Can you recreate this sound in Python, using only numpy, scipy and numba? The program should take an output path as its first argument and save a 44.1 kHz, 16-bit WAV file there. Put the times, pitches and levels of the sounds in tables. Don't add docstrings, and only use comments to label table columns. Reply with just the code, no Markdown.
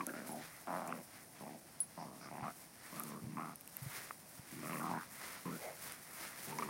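import sys
import numpy as np
from scipy import signal
from scipy.fft import rfft, irfft
from scipy.io import wavfile
from scipy.ndimage import uniform_filter1d
from numba import njit

SR = 44100
rng = np.random.default_rng(int(sys.argv[2]) if len(sys.argv) > 2 else 0)


def store_wav(level_fs):
    pcm = np.round(np.clip(np.atleast_2d(level_fs), -1, 1) * 32767)
    wavfile.write(sys.argv[1], SR, pcm.T.astype(np.int16))


N = 295029
TIME = np.arange(N) / SR

# f/Hz, relative level/dB
GARDEN_SPECTRUM = [(30, -25), (70, -9.5), (140, 1.5), (290, -2.5), (440, -10.5), (700, -4.5), (1300, -18),
                   (3500, -25.5), (5400, -15), (7300, -25.5), (9600, -11), (12000, -44)]
# f/Hz, relative level/dB
GRASS_SPECTRUM = [(50, -16), (300, -9), (1200, -5), (2000, -3.5), (3000, -12), (4000, -11.5), (5400, -9.5),
                  (7400, -12.5), (9500, -6), (12000, -9.5), (15500, -10.5)]
# t/s, level/dB
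RUSTLE_LEVELS = [(0, -55), (1.8, -61.5), (3.5, -61.5), (6.69, -54)]
# middle t/s, length/s, level/dB
GRASS_SWISHES = [(.29, 0.053, -51.5), (2.58, 0.15, -56), (2.96, 0.21, -53.5), (3.95, 0.28, -51.5),
                 (4.53, 0.031, -53.5), (4.7, 0.3, -52.5), (5.15, 0.054, -52), (5.29, .11, -50.5),
                 (5.6, 0.21, -52.5), (5.85, 0.097, -49.5), (6.24, 0.15, -51), (6.43, 0.095, -51.5),
                 (6.62, 0.088, -53)]
# t/s, peak level/dB, ring time/s
TURF_BUMPS = [(2.423, -42, 0.039), (3.237, -41, 0.037), (3.262, -42, 0.087), (3.816, -42.5, 0.11),
              (3.86, -38, 0.061), (4.392, -44, 0.02)]
# t/s, peak level/dB, centre f/Hz
SHARP_TICKS = [(0.0672, -26, 10300), (0.876, -34, 9010), (2.998, -22, 11900), (3.036, -29.5, 9800),
               (3.5578, -30.5, 11500), (3.61, -34, 11000), (3.676, -36, 10500), (3.7684, -25, 12200),
               (5.922, -30.5, 9800), (6.586, -31.5, 5900)]
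# f/Hz, relative level/dB, ring time/s
TAG_TONES = [(8960, -11.5, 0.1), (10190, 6.5, 0.098), (12000, -19, 0.079), (14900, -24, 0.18)]
# t/s, peak level/dB
TAG_CLINKS = [(0.316, -43), (1.8038, -24)]
# middle t/s, length/s, level/dB
MOUTH_PANTS = [(.54, 0.08, -61.5), (1.2, 0.091, -63.5), (2.87, 0.04, -59), (3.965, 0.083, -53.5),
               (5.26, 0.15, -55.5), (6.23, 0.23, -58.5)]
# middle t/s, length/s, level/dB
NOSE_HUFFS = [(5.67, 0.067, -47)]
# middle t/s, length/s, level/dB
TEETH_HISSES = [(2.02, 0.052, -64), (2.24, 0.049, -60.5)]
# t/s, peak level/dB, f/Hz, ring time/s
POPS_AND_YAPS = [(.006, -30.5, 1120, 0.037), (0.092, -36, 1590, 0.024), (.9245, -28.5, 1270, 0.0053),
                 (3.002, -35.5, 1205, 0.031), (4.108, -30, 1220, 0.0075), (6.524, -36.5, 904, 0.077),
                 (6.586, -30, 975, 0.034), (6.5965, -36, 1160, 0.018), (6.6228, -28.5, 1150, 0.023),
                 (6.629, -34.5, 1240, 0.032), (6.687, -38.5, 1070, 0.035)]
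# t/s, f/Hz
THROAT_RESONANCE = [(0, 252), (.9, 218), (2, 172)]
# start t/s, time to peak/s, length/s, fold beat at peak f/Hz, throat level at peak/dB,
# pharynx over throat/dB, mouth over throat/dB, snarl over throat/dB, pharynx f/Hz,
# mouth start f/Hz, mouth end f/Hz, mouth bandwidth/Hz, rasp (breath noise over pulses, a ratio)
PUPPY_GROWLS = [ (-.012, 0.011, 0.048, 91.1, -47.5, -14, -1.5, -19, 560, 1090, 1050, 160, 0.3),
                (0.059, 0.024, 0.062, 87.4, -48, -3, -4.5, -20, 514, 1440, 1560, 300, 1.28),
                (0.124, 0.022, 0.24, 77.46, -49.5, -2, -1.5, -10.5, 590, 1490, 1340, 560, 0.9),
                (0.28, 0.08, 0.13, 80.1, -50, -6.5, 2.5, -31, 617, 875, 685, 225, 0.42),
                (0.659, 0.085, 0.24, 89.9, -49, 6.5, 5, -9.5, 696, 1110, 1060, 750, 0.46),
                (0.868, 0.032, 0.14, 84.5, -48.5, -2, -3, -7.5, 604, 1170, 950, 603, 0.95),
                (1.395, 0.079, 0.17, 71.9, -52.5, -1, -1, -11.5, 623, 930, 810, 370, 0.83),
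                (1.9635, 0.046, 0.078, 82.1, -52, 0.5, 1.5, -12.5, 640, 940, 980, 376, 0.57),
                (2.038, 0.027, 0.16, 67.7, -54.5, -4.5, -3.5, -25, 593, 1040, 1190, 296, 0.53),
                (2.195, 0.081, 0.093, 67.3, -56.5, -2.5, 1, -4.5, 726, 1340, 1360, 350, 0.95),
                (2.298, 0.096, 0.16, 73.94, -53, 5, -7, -6, 726, 940, 980, 500, 0.8),
                (2.418, 0.062, 0.074, 84.2, -51.5, 5, 5.5, -5.5, 730, 1070, 1280, 375, 0.82),
                (2.912, 0.084, 0.12, 79.1, -51.5, -5.5, -2, -19, 640, 1140, 1200, 250, 1.16),
                (3.025, 0.12, 0.17, 76.8, -49.5, -7, -4.5, -22, 440, 1030, 1120, 360, 0.58),
                (3.206, 0.14, 0.16, 81.9, -47, -8.5, -16.5, -18.5, 376, 1160, 920, 302, 1.15),
                (3.358, 0.032, 0.17, 81.6, -48.5, -3, 4, -6.5, 740, 1200, 1220, 324, 0.72),
                (4.511, 0.098, 0.14, 76.9, -50, -17.5, -15, -10, 410, 1200, 1200, 300, 0.65),
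                (4.619, 0.12, 0.18, 81.2, -46, -5.5, -1, -4, 575, 1140, 1170, 270, 0.77),
                (4.792, 0.08, 0.087, 82.1, -44.5, -4, 2.5, -15, 686, 1280, 1090, 327, 0.56),
                (4.8778, 0.021, 0.103, 82.6, -44, -1.5, 3, -25, 747, 890, 1060, 330, 0.72),
                (4.922, .07, 0.11, 85.1, -64, 2, 15, -12, 950, 1600, 1410, 600, 1.7),
                (5.443, 0.028, 0.12, 85.6, -43.5, -6, -5.5, -15, 438, 960, 1390, 180, 0.86),
                (6.458, 0.18, 0.36, 78.46, -48.5, 1, -3.5, -11, 405, 800, 1230, 300, 0.9), ]


def undb(db):
    return 10 ** (np.asarray(db) / 20)


def unit(x):
    return x / np.sqrt(np.mean(x ** 2))


def even(x, size=1000):
    return x / np.sqrt(uniform_filter1d(uniform_filter1d(x ** 2, size), size) + 1e-12)


def noise(size=N):
    return rng.standard_normal(size)


def wander(rate_hz, size=N):
    hold = int(SR / rate_hz)
    steps = noise(size)[np.arange(size) // hold]
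    return unit(uniform_filter1d(uniform_filter1d(steps, hold), hold))


@njit
def band_pass(x, tuning, damping):
    out, band_state, low_state = np.empty(len(x)), 0., 0.
    for i in range(len(x)):
        band = (band_state + tuning[i] * (x[i] - low_state)) / (1 + tuning[i] * (tuning[i] + damping[i]))
        band_state = 2 * band - band_state
        low_state += 2 * tuning[i] * band
        out[i] = damping[i] * band
    return out


def resonate(x, hz, width_hz):
    hz = np.minimum(hz, .45 * SR) * np.ones(len(x))
    return band_pass(x + 1e-18, np.tan(np.pi * hz / SR), width_hz / hz)


def resonate_twice(x, hz, width_hz):
    return resonate(resonate(x, hz, width_hz), hz, width_hz)


def cut(x, hz, kind, order=2):
    return signal.sosfilt(signal.butter(order, hz, kind, fs=SR, output="sos"), x + 1e-18)


def trim(x, hz, kind, order=2):
    return signal.sosfiltfilt(signal.butter(order, hz, kind, fs=SR, output="sos"), x + 1e-18)


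def colour(x, spectrum):
    hz, db = np.transpose(spectrum)
    bins = np.maximum(np.fft.rfftfreq(N, 1 / SR), 1)
    gain = undb(np.interp(np.log(bins), np.log(hz), db))
    return unit(irfft(rfft(x) * gain, N))


def fade(ring_s):
    t = TIME[:SR // 4]
    return t, np.exp(-np.log(1000) * t / ring_s)


def swells(rows):
    power = 0
    for middle, length, db in rows:
        distance = 2 * (TIME - middle) / length
        power += undb(db) ** 2 * .5 ** np.minimum(distance ** 2, 20)
    return np.sqrt(power)


def add(out, start, db, sound):
    i = max(int(start * SR), 0)
    out[i:i + len(sound)] += (undb(db) * sound / np.abs(sound).max())[:N - i]


def garden(level_db=-61.5):
    return colour(noise(), GARDEN_SPECTRUM) * undb(level_db)


def grass(grain_db=1.4, flicker_db=1.86, crush_db=2.5):
    grains = noise() * undb(grain_db * np.minimum(rng.exponential(size=N), 5))
    grains *= rng.random(N) < .25
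    rustle = colour(grains, GRASS_SPECTRUM)
    stems = trim(rustle, 5800, "low")
    blades = (rustle - stems) * undb(flicker_db * wander(45))
    crush = stems * undb(crush_db * wander(20))
    stirring = undb(np.interp(TIME, *np.transpose(RUSTLE_LEVELS)))
    return (blades + crush) * np.hypot(stirring, swells(GRASS_SWISHES))


def bumps(hz=132, attack_s=0.0039):
    out = np.zeros(N)
    for start, db, ring_s in TURF_BUMPS:
        t, decay = fade(ring_s)
        thud = np.sin(2 * np.pi * hz * t) * decay * (1 - np.exp(-t / attack_s)) ** 2
        add(out, start, db, cut(thud, 71, "high"))
    return out


def ticks(ring_s=0.0036, knock_gain=0.33, knock_hz=2600):
    out = np.zeros(N)
    t, decay = fade(ring_s)
    for start, db, hz in SHARP_TICKS:
        burst = noise(len(t)) * decay
        crack = resonate(resonate(burst, hz, .8 * hz), hz, hz)
        knock = resonate(burst, knock_hz, knock_hz / 2)
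        add(out, start, db, crack + knock_gain * knock)
    return out


def collar_tag(click_gain=0.098):
    out = np.zeros(N)
    t, contact = fade(0.012)
    ring = sum(undb(db) * np.sin(2 * np.pi * hz * t) * fade(ring_s)[1] for hz, db, ring_s in TAG_TONES)
    for start, db in TAG_CLINKS:
        click = cut(noise(len(t)) * contact, 4500, "high")
        add(out, start, db, ring + click_gain * click)
    return out


def pants(mouth_hz=1250, hiss_hz=1980, width_hz=650):
    low, high = (unit(resonate_twice(noise(), hz, width_hz)) for hz in (mouth_hz, hiss_hz))
    return unit(undb(-2.5) * low + high) * swells(MOUTH_PANTS)


def huff(nose_hz=610, hiss_hz=2080, width_hz=330):
    low, high = (unit(resonate_twice(noise(), hz, width_hz)) for hz in (nose_hz, hiss_hz))
    return even(low + undb(-9.5) * high) * swells(NOSE_HUFFS)


def teeth_hiss(hz=5200, width_hz=1400):
    return unit(resonate_twice(noise(), hz, width_hz)) * swells(TEETH_HISSES)


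def pops_and_yaps(splash_gain=0.8, edge_gain=1.07, edge_hz=2250, attack_s=.0008):
    out = np.zeros(N)
    for start, db, hz, ring_s in POPS_AND_YAPS:
        t, decay = fade(ring_s)
        shape = decay * (1 - np.exp(-t / attack_s))
        air = noise(len(t)) * shape
        tone = np.sin(2 * np.pi * hz * t) * shape
        splash = splash_gain * resonate(air, hz, 2 * hz)
        edge = edge_gain * resonate(air, edge_hz, hz / 2)
        pop = cut(tone + splash + edge, 0.21 * hz, "high")
        add(out, start, db, cut(pop, 2300, "low", order=6))
    return out


def effort(t, rise, length, attack_s=0.018, release_s=0.015, swell_db_per_s=31.5, sag_db_per_s=41.5):
    gate = np.minimum(t / attack_s, 1) * np.exp(-np.maximum(t - length, 0) / release_s)
    push_db = -np.maximum(swell_db_per_s * (rise - t), sag_db_per_s * (t - rise))
    return gate, push_db


def vocal_folds(hz, rasp, jitter=.07, shimmer_db=6, flap_scatter=0.11, flap_db=-10):
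    cycles = np.cumsum(hz) / SR
    stretch, force, *flaps = rng.standard_normal(size=(60, 6)).T
    uneven = 0.32 + 0.68 * rasp
    beats = np.cumsum(np.maximum(1 + jitter * uneven * stretch, .5))
    pulses = np.zeros(len(hz) + 1)
    pulses[np.searchsorted(cycles, beats)] += undb(shimmer_db * uneven * np.tanh(force))
    for delay, shift, size in zip((.4, .62), flaps[::2], flaps[1::2]):
        flap_at = np.searchsorted(cycles, beats + delay + flap_scatter * shift)
        pulses[flap_at] += undb(flap_db + shimmer_db * np.tanh(size))
    phase = np.interp(cycles, np.r_[-1, beats], np.arange(len(beats) + 1)) % 1
    return unit(pulses[:-1]), phase


def growl(t, rise, length, beat_hz, throat_hz, throat_db, pharynx_db, mouth_db, snarl_db,
          pharynx_hz, from_hz, to_hz, mouth_width_hz, rasp, beat_hz_per_db=1.1, jaw_follow=2.23):
    size = len(t)
    gate, push_db = effort(t, rise, length)
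    pulses, phase = vocal_folds(beat_hz + beat_hz_per_db * push_db, rasp)
    breath = unit(np.exp(-phase / .35) * noise(size))
    source = pulses + rasp * breath
    waver = 1 + 0.055 * wander(21.3, size)
    throat = resonate(pulses + .5 * rasp * breath, throat_hz * waver, width_hz=106)
    throat = cut(cut(throat, 147, "high", order=4), 370, "low", order=4)
    hz = pharynx_hz * waver
    pharynx = resonate(resonate(source, hz, 0.41 * hz), hz, 0.42 * hz)
    hz = np.interp(t, [0, length], [from_hz, to_hz]) * (1 + 0.055 * wander(60, size))
    mouth = resonate(resonate(source, hz, mouth_width_hz), hz, 0.92 * mouth_width_hz)
    edge_hz = max(from_hz, to_hz) + 1.8 * mouth_width_hz
    pharynx, mouth = (trim(x, edge_hz, "low", order=4) for x in (pharynx, mouth))
    spatter = unit(np.exp(-phase / .12) * noise(size)) + rasp * breath
    snarl = resonate(resonate(spatter, 2080, 1350), 3000, 1340)
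    snarl = cut(snarl, 2060, "low", order=6)
    push, jaws = undb(push_db), undb(jaw_follow * push_db)
    upper = push * undb(pharynx_db) * even(pharynx)
    upper += jaws * (undb(snarl_db) * even(snarl) - undb(mouth_db) * even(mouth))
    upper = trim(upper, 0.71 * pharynx_hz, "high")
    return gate * undb(throat_db) * (push * even(throat) + upper)


def puppy():
    out = np.zeros(N)
    t = TIME[:SR // 2]
    for start, rise, length, beat_hz, *voice in PUPPY_GROWLS:
        throat_hz = np.interp(start, *np.transpose(THROAT_RESONANCE))
        sound = growl(t, rise, length, beat_hz, throat_hz, *voice)
        out += np.interp(TIME - start, t, sound, left=0, right=0)
    return out


def scene():
    dogs = puppy() + teeth_hiss() + pops_and_yaps() + huff() + pants()
    mono = dogs + grass() + bumps() + ticks() + collar_tag() + garden()
    return np.array([mono, mono])


def record(dry, top_hz=15900):
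    return signal.sosfilt(signal.ellip(10, .2, 70, top_hz, fs=SR, output="sos"), dry)


dry = scene()
out = record(dry)
store_wav(out)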